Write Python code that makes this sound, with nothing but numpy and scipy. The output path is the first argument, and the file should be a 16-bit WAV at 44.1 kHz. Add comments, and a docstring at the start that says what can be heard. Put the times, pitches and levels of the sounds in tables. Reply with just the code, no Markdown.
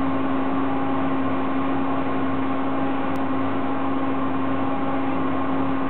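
"""Tumble dryer in a small hard-walled room

The fan's blade tone, a flutter-prone stack of sines, rises and sags with each tumble of the clothes.
The motor hums at twice the mains rate, a sine that swells as each of three paddles lifts the clothes.
Shaped noise is the air rushing through ringing cabinet, duct and room; late on, faint damped sines ping.
The sound passes a narrow, off-centre channel with faint hiss and a single tick."""
import sys
import numpy as np
from scipy import signal
from scipy.fft import rfft, irfft, next_fast_len
from scipy.io import wavfile
from scipy.ndimage import uniform_filter1d

SR = 44100
rng = np.random.default_rng(int(sys.argv[2]) if len(sys.argv) > 2 else 0)


def wrap_up_sound(samples):
    """Save the sound to the file named by the first command line argument, as 16-bit audio."""
    columns = np.atleast_2d(samples).T
    # keep every value between -1 and 1, then stretch to whole-number steps
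    tamed = np.clip(columns, -1, 1)
    steps = np.round(tamed * 32767).astype(np.int16)
    wavfile.write(sys.argv[1], SR, steps)


N = 259749
TIME = np.arange(N) / SR  # s
SIZE = next_fast_len(N)
FREQ = np.arange(SIZE // 2 + 1) * SR / SIZE + 1e-9  # Hz, kept just above zero for logs and division


def undb(db):
    """Decibels to amplitude gain."""
    return 10 ** (np.asarray(db) / 20)


def curves(table):
    """The columns of a table, joined by straight lines in time."""
    times, *columns = np.transpose(table)
    return [np.interp(TIME, times, column) for column in columns]


def walk(rate_hz):
    """Random levels, each held 1 / rate_hz seconds, then smoothed twice and scaled to a spread of 1."""
    hold = int(SR / rate_hz)
    steps = np.repeat(rng.standard_normal(N // hold + 1), hold)
    smooth = uniform_filter1d(uniform_filter1d(steps, hold), hold)[:N]
    return smooth / smooth.std()


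def above(edge_hz):
    """Weight from 0 to 1 that opens softly above an edge frequency."""
    return 1 / (1 + (edge_hz / FREQ) ** 6)


# Each tumble unloads the motor for a moment: [top speed t/s, blade rate gained f/Hz]
TUMBLE_SURGES = [(-.2, 2.43), (.76, 2.9), (1.8, 2.98), (2.8, 2.93), (3.74, 3.1), (4.8, 3), (5.7, 1.5)]
LOADED_BLADE_HZ, PICK_UP_S, SAG_S = 267.44, .42, .62


def blade_rate():
    """The motor picks up quickly into each tumble and sags more slowly towards its loaded speed."""
    rate_hz = LOADED_BLADE_HZ
    for top_s, gained_hz in TUMBLE_SURGES:
        reach_s = np.where(TIME < top_s, PICK_UP_S, SAG_S)
        place = np.clip((TIME - top_s) / reach_s, -1, 1)
        rate_hz = rate_hz + gained_hz * np.cos(np.pi / 2 * place) ** 2
    return rate_hz


MEAN_BLADE_HZ = 269.04  # reference speed for the speed-dependent levels
BLADE_DB_PER_HZ = -.5
SWELL_S, SWELL_PEAK_S, SWELL_DB = .567, 0.57, 1  # period, time of a peak, depth either way


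def blade_level(blade_db, blade_hz):
    """The blade tone swells about twice a turn and softens slightly as the fan speeds up."""
    swell_db = SWELL_DB * np.cos(2 * np.pi * (TIME - SWELL_PEAK_S) / SWELL_S)
    return blade_db + swell_db + BLADE_DB_PER_HZ * (blade_hz - MEAN_BLADE_HZ)


# Overtones of the blade tone:
# [multiple of blade rate, RMS level/dB at reference speed, level change/(dB per Hz), flutter spread/dB]
BLADE_OVERTONES = [(2, -54.5, 1.9, 2), (3, -40.5, 3, 1.5), (4, -39.5, -0.5, 1.5), (5, -57, 3, 2)]
BLADES = 11
SHAFT_DB = -75.5  # RMS level of the unbalance, heard at twice the shaft rate


def fan(blade_hz, blade_db):
    """Blades pass the housing's tongue; eddies make the tone and its overtones flutter."""
    wavering_hz = blade_hz + .15 * walk(12)
    phase = 2 * np.pi * np.cumsum(wavering_hz) / SR
    tone = undb(blade_db + 0.5 * walk(25)) * np.sin(phase)
    for multiple, mean_db, db_per_hz, flutter_db in BLADE_OVERTONES:
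        # nearby resonances make an overtone's level depend on speed
        speed_db = db_per_hz * (blade_hz - MEAN_BLADE_HZ)
        level_db = mean_db + speed_db + flutter_db * walk(13)
        tone = tone + undb(level_db) * np.sin(round(multiple) * phase + .25 * walk(15))
    unbalance = undb(SHAFT_DB) * np.sin(2 * phase / BLADES)
    return np.sqrt(2) * (tone + unbalance)  # root 2 turns RMS levels into peaks


# Each paddle lifts the clothes and loads the motor: [place/share of a turn, hum rise level/dB]
PADDLE_LIFTS = [(0, 7.5), (.38, 4), (.7, 5)]
TURN_S, FIRST_LIFT_S = 1.096, .18
LIFT_SHARE, HUM_DB = .09, -45.5  # bump spread in turns, RMS hum level before the bumps


def hum_level():
    """One bell-shaped bump in level per paddle, the same every turn."""
    turn = (TIME - FIRST_LIFT_S) / TURN_S
    level_db = HUM_DB
    for place, rise_db in PADDLE_LIFTS:
        distance = (turn - place + .5) % 1 - .5  # turns to the nearest lift by this paddle
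        level_db = level_db + rise_db * np.exp(-.5 * (distance / LIFT_SHARE) ** 2)
    return level_db


MAINS_HUM_HZ = 100.05  # twice the mains rate


def motor(hum_db):
    """The magnetic pull shakes the frame twice per mains cycle, harder under load."""
    phase = 2 * np.pi * MAINS_HUM_HZ * TIME + .15 * walk(3.7)
    return np.sqrt(2) * undb(hum_db) * np.sin(phase)


# Rushing air before resonances and slow levels: [f/Hz, density level/dB per Hz]
AIR_SPECTRUM = [(40, -87.5), (60, -85), (90, -69), (140, -66.5), (225, -68.5), (440, -70), (700, -64),
                (980, -72.5), (1270, -69), (1700, -74), (2700, -75.5), (3600, -84.5), (4050, -93.5),
                (4400, -110)]
# Resonances of cabinet, duct and room: [f/Hz, bandwidth f/Hz, level/dB relative to the rush]
AIR_RESONANCES = [(169.9, 13, 12.5), (207, 11, 12), (254.2, 16, 15), (290.7, 9, 15.5), (320, 23, 14),
                  (365.6, 14, 13.5), (389, 62, 11.5), (496, 30, 10), (547, 22, 11), (647.7, 22, 8.5),
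                  (711.4, 16, 7), (825, 52, 9.5), (890, 21, 11), (948, 27, 12), (1010, 9, 14),
                  (1053, 28, 16), (1114, 15, 14.5), (1168, 11, 15), (1213, 13, 10.5), (1349, 26, 6.5),
                  (1468, 15, 11), (1560, 8.9, 6), (1590, 50, 1), (1741, 17, 5), (1856, 6.2, 5),
                  (1900, 6.5, 5), (1966, 18, 8.5), (2144, 54, 3.5), (2389, 27, 2.5), (2906, 10, 5.5)]
RUSTLE_HZ = 1490  # soft split between the low rush and the high rustle
ROOM_T60_S, ROOM_DB, ROOM_HZ = .4, -9, 1500  # decay, echo level, soft lower edge of the echoes


def rush(rush_db, rustle_db):
    """Turbulent air coloured by resonances; higher up the dense room modes ripple the spectrum."""
    ring = 1  # power gain
    for mode_hz, width_hz, gain_db in AIR_RESONANCES:
        ring = ring + undb(gain_db) ** 2 / (1 + (2 * (FREQ - mode_hz) / width_hz) ** 2)
    air_hz, air_db = np.transpose(AIR_SPECTRUM)
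    density = undb(np.interp(np.log(FREQ), np.log(air_hz), air_db))
    colour = density * np.sqrt(ring * SR / 2)  # density per Hz to a gain for white noise

    echoes = rng.standard_normal(SR // 2) * undb(-60 * TIME[:SR // 2] / ROOM_T60_S)
    echo_spectrum = rfft(echoes / np.linalg.norm(echoes), SIZE)
    wet = undb(ROOM_DB) * above(ROOM_HZ)
    room = (1 + wet * echo_spectrum) / np.sqrt(1 + wet ** 2)  # keeps the average power

    air = rfft(rng.standard_normal(SIZE)) * colour * room
    high = above(RUSTLE_HZ)
    low_part = irfft(air * (1 - high), SIZE)[:N]
    high_part = irfft(air * high, SIZE)[:N]
    return undb(rush_db) * low_part + undb(rustle_db + .5 * walk(6.8)) * high_part


# Faint brief pings in the upper rush: [onset t/s, f/Hz, level/dB at onset, 60 dB decay t/s]
PING_EVENTS = [(4.958, 2101, -39, .1), (5.09, 2600, -41, .08), (5.105, 2090, -35, .12),
               (5.12, 2720, -37.5, 0.18), (5.168, 2100, -37, 0.11)]


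def pings():
    """Each ping is one damped sine with a 4 ms fade-in."""
    out = 0
    for onset_s, hz, level_db, t60_s in PING_EVENTS:
        since = np.maximum(TIME - onset_s, 0)
        envelope = undb(level_db - 60 * since / t60_s) * np.minimum(since / .004, 1)
        out = out + envelope * np.sin(2 * np.pi * hz * since)
    return out


# Slow drift of the airflow: [t/s, blade tone RMS level/dB before swells, rush level/dB, rustle level/dB]
FLOW_LEVELS = [(0, -26, 0.16, 0), (1.5, -26.5, 0.34, -.5), (3, -27.2, 0, -0.45), (4.3, -27, -0.5, -.8),
               (5.12, -27, .6, 0), (5.89, -26.5, 0, -1.1)]


def scene():
    """Fan, motor, air and pings summed at one microphone."""
    flow_db, rush_db, rustle_db = curves(FLOW_LEVELS)
    blade_hz = blade_rate()
    blade_db = blade_level(flow_db, blade_hz)
    mix = fan(blade_hz, blade_db) + motor(hum_level()) + rush(rush_db, rustle_db) + pings()
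    return mix[None]  # one channel


MIC_TOP_HZ, TOP_HZ = 4330, 15900  # steep upper edges of the scene and of the finished sound
TICK_S, TICK_DB, TICK_DECAY_S = 3.15998, -17, .0002  # onset, peak level, time to fall to 1/e
OFFSET, HISS_DB = -.0581, -101  # share of full scale, RMS level before the top is cut


def record(dry):
    """A narrow channel with a constant offset and faint hiss; one sharp tick; the top is cut."""
    narrow_filter = signal.ellip(9, .2, 70, MIC_TOP_HZ, fs=SR, output="sos")
    narrow = signal.sosfilt(narrow_filter, dry)
    since = TIME - TICK_S
    tick = undb(TICK_DB) * (since >= 0) * np.exp(-np.abs(since) / TICK_DECAY_S)
    hiss = undb(HISS_DB) * rng.standard_normal(dry.shape)
    top_filter = signal.ellip(7, .1, 40, TOP_HZ, fs=SR, output="sos")
    # run forwards and backwards, so the tick rings on both sides
    return signal.sosfiltfilt(top_filter, narrow + tick + OFFSET + hiss)


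dry = scene()
out = record(dry)
wrap_up_sound(out)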